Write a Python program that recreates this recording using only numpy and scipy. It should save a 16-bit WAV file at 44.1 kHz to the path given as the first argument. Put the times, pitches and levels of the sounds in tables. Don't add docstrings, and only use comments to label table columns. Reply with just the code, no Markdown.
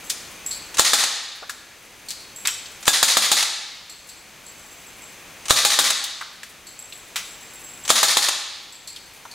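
import sys
import numpy as np
from scipy import signal
from scipy.fft import rfft, irfft, next_fast_len
from scipy.io import wavfile

SR = 44100
rng = np.random.default_rng(int(sys.argv[2]) if len(sys.argv) > 2 else 0)


def dump_mix(stems):
    frames = np.atleast_2d(stems).T
    limited = np.clip(frames, -1, 1)
    pcm = np.round(limited * 32767).astype(np.int16)
    wavfile.write(sys.argv[1], SR, pcm)


N = 411894
SPAN = 12288
AGE = np.arange(SPAN) / SR


def from_db(db):
    return 10 ** (np.asarray(db) / 20)


def at_hz(points, hz):
    known_hz, values = np.transpose(points)
    return np.interp(np.log(np.maximum(hz, 1)), np.log(known_hz), values)


def add(out, s, sound):
    start = max(round(s * SR), 0)
    out[:, start:start + sound.shape[-1]] += sound[..., :max(N - start, 0)]


# (frequency [Hz], difference against shared sound [dB])
STEREO_WIDTH = [(30, -3), (150, -13), (600, -12.5), (2500, -18), (5500, -11.5), (8000, -9), (11000, -4.5),
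                (15000, -2)]
# (frequency [Hz], left minus right [dB])
STEREO_LEAN = [(2000, 1), (4000, -0.1), (8000, 2.5), (13000, 5)]
def noise(tone, size=SPAN):
    hz = np.fft.rfftfreq(size, 1 / SR)
    shared, difference = rfft(rng.standard_normal((2, size)))
    sides = np.array([[1], [-1]])
    mics = shared + sides * difference * from_db(at_hz(STEREO_WIDTH, hz))
    mics *= from_db(sides * at_hz(STEREO_LEAN, hz) / 2)
    x = irfft(mics * tone(hz), size)
    return x / np.sqrt(np.mean(x.mean(0) ** 2))


def shaped(spectrum, peaks=()):
    def tone(hz):
        boost_db = sum(db / (1 + (2 * (hz - centre) / width) ** 2) for centre, width, db in peaks)
        return from_db(at_hz(spectrum, hz) + boost_db)
    return tone


def band(low_hz, high_hz, order=4):
    return lambda hz: ((1 + (low_hz / (hz + 1)) ** (2 * order))
                       * (1 + (hz / high_hz) ** (2 * order))) ** -.5


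def resonance(low_hz, high_hz):
    return lambda hz: (1 + ((hz - low_hz * high_hz / (hz + 1)) / (high_hz - low_hz)) ** 4) ** -.5


def fade(fade_s, age=AGE):
    return np.exp(-np.log(1000) * age / fade_s)


def hit(tone, swell_s, fade_s):
    return noise(tone) * (1 - np.exp(-AGE / swell_s)) * fade(fade_s)


def ring(notes, spread_db, detune):
    hz, db, fade_s = np.transpose(notes)[:, :, None]
    strength, shift = rng.standard_normal((2, len(notes), 1))
    waves = np.sin(2 * np.pi * hz * (1 + detune * shift) * AGE)
    return np.sum(from_db(db + spread_db * strength) * waves * fade(fade_s), axis=0)


# (frequency [Hz], level [dB])
AIR_TONE = [(15, -35), (25, -3), (274, -3), (510, -3.5), (1580, -4.5), (2430, -1.5), (2780, -4.5),
            (5590, -11.5), (6230, -8.5), (15600, -20)]
# (frequency [Hz], width [Hz], boost [dB])
FAN_WHINES = [(2440, 48, 2.5), (6270, 38, 12)]
def ventilation(rush_db=-41.0):
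    return from_db(rush_db) * noise(shaped(AIR_TONE, FAN_WHINES), size=next_fast_len(N))[:, :N]


# (pitch [Hz], level [dB], fade time [s])
CASE_NOTES = [(7700, -5, 0.22), (7630, 2.5, 0.15), (7720, -7, 0.22), (9200, -21, .12), (10900, -13, .13),
              (11970, -9, .1), (13550, -23, 0.14), (15150, -24, 0.12)]
def tinkle():
    return ring(CASE_NOTES, spread_db=1.5, detune=.002)


# (pitch [Hz], level [dB], fade time [s])
RIM_NOTES = [(11050, -4, 0.086), (13520, -15, .2), (15080, -17, 0.22), (15580, -27, .2)]
# (start [s], end [s], level [dB])
CASE_ROLLS = [(0.0, .09, -47), (2.384, 2.46, -44), (4.402, 4.87, -45.5), (7.23, 7.85, -43.5)]
def rolling_cases(touches_per_s=120):
    out = np.zeros((2, N))
    age = np.arange(3 * SPAN) / SR
    for start, end, db in CASE_ROLLS:
        touching = (rng.random(len(age)) < touches_per_s / SR) & (age < end - start)
        touches = touching * rng.uniform(-1, 1, len(age))
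        ringing = tinkle() + ring(RIM_NOTES, spread_db=1.5, detune=.001)
        add(out, start, from_db(db) * signal.fftconvolve(touches, ringing))
    return out


# (pitch [Hz], level [dB], fade time [s])
STEEL_NOTES = [(2342, -25.5, 0.37), (2570, -20.5, 0.5), (3063, -28, 0.53), (3316, -29, .4),
               (3709, -23, .45), (3930, -26, .45), (4662, -23, .5), (5626, -22, .4), (6760, -20, 0.24)]
# (time [s], body level [dB], snap level [dB], fade time [s])
STEEL_CLACKS = [(0.097, -43, -23, 0.047), (0.1, -33, -17.5, 0.093), (2.452, -20, -26, 0.079),
                (2.4565, -17, -24, 0.046), (2.4725, -20, -6, 0.023), (2.480, -18, -22, 0.095),
                (7.1583, -20, -21, 0.19)]
def clacks(swell_s=0.00028):
    out = np.zeros((2, N))
    for s, body_db, snap_db, fade_s in STEEL_CLACKS:
        body = hit(resonance(1170, 4130), swell_s, fade_s)
        ringing = ring(STEEL_NOTES, spread_db=6.5, detune=0.00051)
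        snap = hit(resonance(3020, 9300), swell_s, fade_s)
        add(out, s, from_db(body_db) * (body + ringing) + from_db(snap_db) * snap)
    return out


def scuffs(per_s=6, level_db=-45, spread_db=3):
    out = np.zeros((2, N))
    scuff = hit(band(6540, 12900), swell_s=.002, fade_s=0.15)
    times = np.cumsum(rng.exponential(1 / per_s, size=80))
    for s, db in zip(times, rng.normal(level_db, spread_db, size=80)):
        add(out, s, from_db(db) * scuff)
    return out


# (pitch [Hz], level [dB], fade time [s])
CLINK_NOTES = [(4323, -4.5, 0.16), (4490, -6, 0.14)]
# (time [s], ring level [dB], clink level [dB])
CASE_LANDINGS = [(.463, -24.5, -63), (.5100, -40, -29.5), (1.5000, -41, -50), (2.0857, -35, -27.5),
                 (2.361, -30, -56), (2.4720, -24.5, -50), (3.8970, -33.5, -34), (4.0895, -36.5, -35),
                 (4.4650, -38, -45), (5.0200, -41, -63), (6.669, -37.5, -37), (6.791, -30.5, -53),
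                 (6.9300, -35, -55), (8.724, -34.5, -39), (8.8740, -32.5, -29), (9.313, -57, -36.5)]
def landing_cases(bounce_s=0.026, bounce_loss_db=5):
    out = np.zeros((2, N))
    for s, ring_db, clink_db in CASE_LANDINGS:
        tick_db = max(ring_db - 12, clink_db)
        add(out, s, from_db(tick_db) * hit(band(3500, 9800), swell_s=.0006, fade_s=0.12))
        add(out, s, from_db(ring_db) * tinkle())
        rattle = from_db(-4) * hit(resonance(4060, 4710), swell_s=0.0013, fade_s=0.36)
        clink = rattle + ring(CLINK_NOTES, spread_db=1.5, detune=0.0035)
        add(out, s, from_db(clink_db) * clink)
        add(out, s + bounce_s * rng.uniform(.7, 1.3), from_db(ring_db - bounce_loss_db) * tinkle())
    return out


# (frequency [Hz], level [dB])
STEEL_TONE = [(120, -56), (200, -27), (575, -9), (1260, 0), (1910, -4.5), (3070, 0.5), (5410, -3),
              (6490, 1), (7640, -3), (8370, -1.5), (15600, -23)]
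def steel_click(swell_s, fade_s):
    return hit(shaped(STEEL_TONE), swell_s, fade_s)


# (frequency [Hz], level [dB])
BOLT_TONE = [(100, -22.5), (250, -13), (500, -17.5), (700, -8.5), (1100, -10), (1700, -7.5), (2800, -5),
             (3700, -1), (4500, -0.5), (5500, -5), (7000, -3.5), (9000, -4), (10500, -10), (13400, -13.5),
             (15600, -20)]
# (frequency [Hz], width [Hz], boost [dB])
BOOTH_PEAKS = [(830, 38, 17), (1433, 38, 4), (1650, 94, 9), (3570, 290, 5), (3950, 300, 3), (6800, 240, 7)]
def bolt_clatter():
    return hit(shaped(BOLT_TONE, BOOTH_PEAKS), swell_s=.0006, fade_s=0.14)


def pressure_wave(delay_s, pitch_hz=950):
    phase = 2 * np.pi * pitch_hz * (delay_s - AGE)
    return phase * np.exp((1 - phase ** 2) / 2)


# (pitch [Hz], level [dB], fade time [s])
POP_NOTES = [(224, -29, 0.19), (553, -13, 0.028), (651, -8, 0.032), (827, -27.5, 0.15),
             (1129, -15.5, 0.065), (1365, -24.5, 0.14), (1724, -25, 0.041), (3270, -48, 0.021),
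             (4140, -11, 0.0058)]
def muzzle_pop(arrival_s=.0011, wall_delay_s=0.001668, lowest_hz=520, left_lag_s=.00013):
    pulse = pressure_wave(arrival_s) + from_db(-3) * pressure_wave(arrival_s + wall_delay_s)
    ringing = np.interp(AGE - arrival_s, AGE, ring(POP_NOTES, spread_db=2, detune=.004), left=0)
    bass_cut = signal.butter(2, lowest_hz, "high", fs=SR, output="sos")
    pop = signal.sosfilt(bass_cut, pulse + from_db(-1) * ringing)
    return np.array([np.interp(AGE - left_lag_s, AGE, pop, left=0), pop])


def gas_puff(length_s, arrival_s=.0008, left_share=-1.22):
    progress = np.maximum(AGE - arrival_s, 0) / length_s
    return np.array([[left_share], [1]]) * progress * (1 - progress) * np.exp(1 - progress)


def gas_thump(length_s=0.001, left_share=0.16):
    progress = AGE / length_s
    return np.array([[left_share], [1]]) * progress * np.exp(1 - progress)


# (frequency [Hz], level [dB])
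TRAP_TONE = [(71, -59), (120, -58), (509, -16), (1200, -6.5), (1660, -6.5), (1830, 0), (2810, -6),
             (3520, 0.5), (4060, 1), (5400, -3), (6750, -3.5), (7630, -10), (8790, -6), (12900, -17),
             (15600, -27)]
def trap_smack(hold_s=0.03, echo_fade_s=0.21, smack_fade_s=0.083):
    lump_times = AGE[::128]
    lumps = from_db(np.interp(AGE, lump_times, rng.uniform(-2.5, 2.5, len(lump_times))))
    swell = 1 - np.exp(-AGE / 0.0025)
    echoes = lumps * swell * fade(echo_fade_s, np.maximum(AGE - hold_s, 0))
    smack = from_db(1) * fade(smack_fade_s)
    return noise(shaped(TRAP_TONE)) * np.hypot(smack, echoes)


def bolt_catch():
    click = steel_click(swell_s=0.0024, fade_s=0.044)
    thud = hit(resonance(490, 1120), swell_s=.0005, fade_s=0.038)
    return click + from_db(-15.5) * thud


# (time before the first shot [s], level [dB], swell time [s], fade time [s])
LEAD_IN_CLICKS = [(.053, -22, 0.0033, 0.062), (.0244, -18.5, .0003, 0.054), (0.013, -11, 0.0041, 0.25)]
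# (time [s], clatter level [dB], pop level [dB])
GUNSHOTS = [(0.7945, 9.5, 15), (0.9328, 4, 12), (2.8789, 7.5, 11.5), (3.0278, 10.5, 12.5),
            (3.1690, 6.5, 14.5), (3.3152, 4.5, 5.5), (5.5069, 11.5, 20.5), (5.649, 7, 11.5),
            (5.7885, 4.5, 8.5), (7.9026, 9.5, 16.5), (8.0296, 6.5, 12.5), (8.169, 4, 10.5)]
# (catch time [s], catch level [dB], lead-in level [dB],
# first puff level [dB], first puff length [s], first thump level [dB])
GUN_BURSTS = [(1.0358, 3.5, -1.5, 6, .00045, -15), (3.4250, 1, -3.5, 7, .0004, -32),
              (5.9025, 6, -1, 7, 0.0006, 4.5), (8.2842, 6, 0.5, -24, .0005, -32)]
def gun(pause_s=.5, trap_delay_s=.0528):
    out = np.zeros((2, N))
    shots = np.array(GUNSHOTS)
    burst_starts = np.flatnonzero(np.diff(shots[:, 0]) > pause_s) + 1
    later_gas = (-20, 0.001, -33)
    for burst, settings in zip(np.split(shots, burst_starts), GUN_BURSTS):
        catch_s, catch_db, lead_db, *first_gas = settings
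        for before_s, db, swell_s, fade_s in LEAD_IN_CLICKS:
            add(out, burst[0, 0] - before_s, from_db(lead_db + db) * steel_click(swell_s, fade_s))
        for k, (s, clatter_db, pop_db) in enumerate(burst):
            puff_db, puff_s, thump_db = later_gas if k else first_gas
            add(out, s, from_db(clatter_db) * bolt_clatter())
            add(out, s, from_db(pop_db) * muzzle_pop())
            add(out, s, from_db(puff_db) * gas_puff(puff_s) + from_db(thump_db) * gas_thump())
            add(out, s + trap_delay_s, from_db(clatter_db - 10.5) * trap_smack())
        add(out, catch_s, from_db(catch_db) * bolt_catch())
    return out


# (time [s], level [dB], panel pitch [Hz], tick level [dB])
PANEL_KNOCKS = [(1.4225, -23.5, 615, -50), (1.429, -24, 1370, -50), (1.495, -19, 1460, -20),
                (2.1051, -30, 4250, -21), (2.658, -30, 3950, -48), (6.039, -26, 4000, -12),
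                (6.2116, -14, 1300, -28.5), (6.432, -25.5, 1810, -28.5), (6.9235, -28.5, 3300, -43),
                (8.9612, -26.5, 3500, -33), (9.2525, -28.5, 1010, -41)]
def knocks(swell_s=0.00018, pitch_spread=1.28):
    out = np.zeros((2, N))
    for s, db, hz, tick_db in PANEL_KNOCKS:
        knock = hit(resonance(hz / pitch_spread, hz * pitch_spread), swell_s, fade_s=0.069)
        tick = hit(resonance(2780, 8900), swell_s, fade_s=0.092)
        add(out, s, from_db(db) * knock + from_db(tick_db) * tick)
    return out


# (frequency [Hz], fade time [s])
ECHO_FADES = [(100, 0.44), (500, 0.77), (1500, 1), (3500, 1), (5000, 0.9), (8000, 0.6), (14000, 0.42)]
# (frequency [Hz], level [dB])
ECHO_TONE = [(100, -9), (220, -1.5), (400, -7), (2000, -6.5), (4300, -3), (8000, -4.5), (14000, -9.5)]
def hall(x, swell_s=0.0081):
    age = np.arange(4 * SPAN) / SR
    edges_hz = 62.5 * 2 ** np.arange(0, 8.1, .5)
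    echo = 0
    for low, high in zip(edges_hz, edges_hz[1:]):
        hz = np.sqrt(low * high)
        outline = fade(at_hz(ECHO_FADES, hz), age) * (1 - np.exp(-age / swell_s))
        gain = from_db(at_hz(ECHO_TONE, hz)) * np.sqrt(2 * (high - low) / SR / np.sum(outline ** 2))
        echo = echo + gain * outline * noise(band(low, high, order=8), size=len(age))
    return signal.fftconvolve(x.mean(0)[None], echo, axes=1)[:, :N]


def scene(booth_leak_db=-3):
    in_hall = gun() + landing_cases() + rolling_cases()
    in_booth = knocks() + clacks() + scuffs()
    echoes = hall(in_hall + from_db(booth_leak_db) * in_booth)
    return in_hall + in_booth + echoes + ventilation()


def smooth(x, time_s):
    keep = np.exp(-1 / (time_s * SR))
    return signal.lfilter([1 - keep], [1, -keep], x)


def gain_control(x, ceiling_db=-11.5, sense_s=0.0024, drop_s=0.0016, recover_s=1.57, ahead_s=0.0013):
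    t = np.arange(N) / SR
    level = np.sqrt(smooth(np.mean(x ** 2, axis=0), sense_s))
    cut = 1 - 1 / np.maximum(level / from_db(ceiling_db), 1)
    recovery = np.exp(-t / recover_s)
    held_cut = np.maximum.accumulate(cut / recovery) * recovery
    gain = np.exp(smooth(np.log(1 - held_cut), drop_s))
    return x * np.interp(t + ahead_s, t, gain)


def record(dry, hiss_db=-57, highest_hz=15750):
    hiss = noise(band(1900, 4500, order=2), size=next_fast_len(N))[:, :N]
    overloaded = np.clip(gain_control(dry) + from_db(hiss_db) * hiss, -1, 1)
    top_cut = signal.ellip(10, .2, 70, highest_hz, fs=SR, output="sos")
    return signal.sosfilt(top_cut, overloaded)


dry = scene()
out = record(dry)
dump_mix(out)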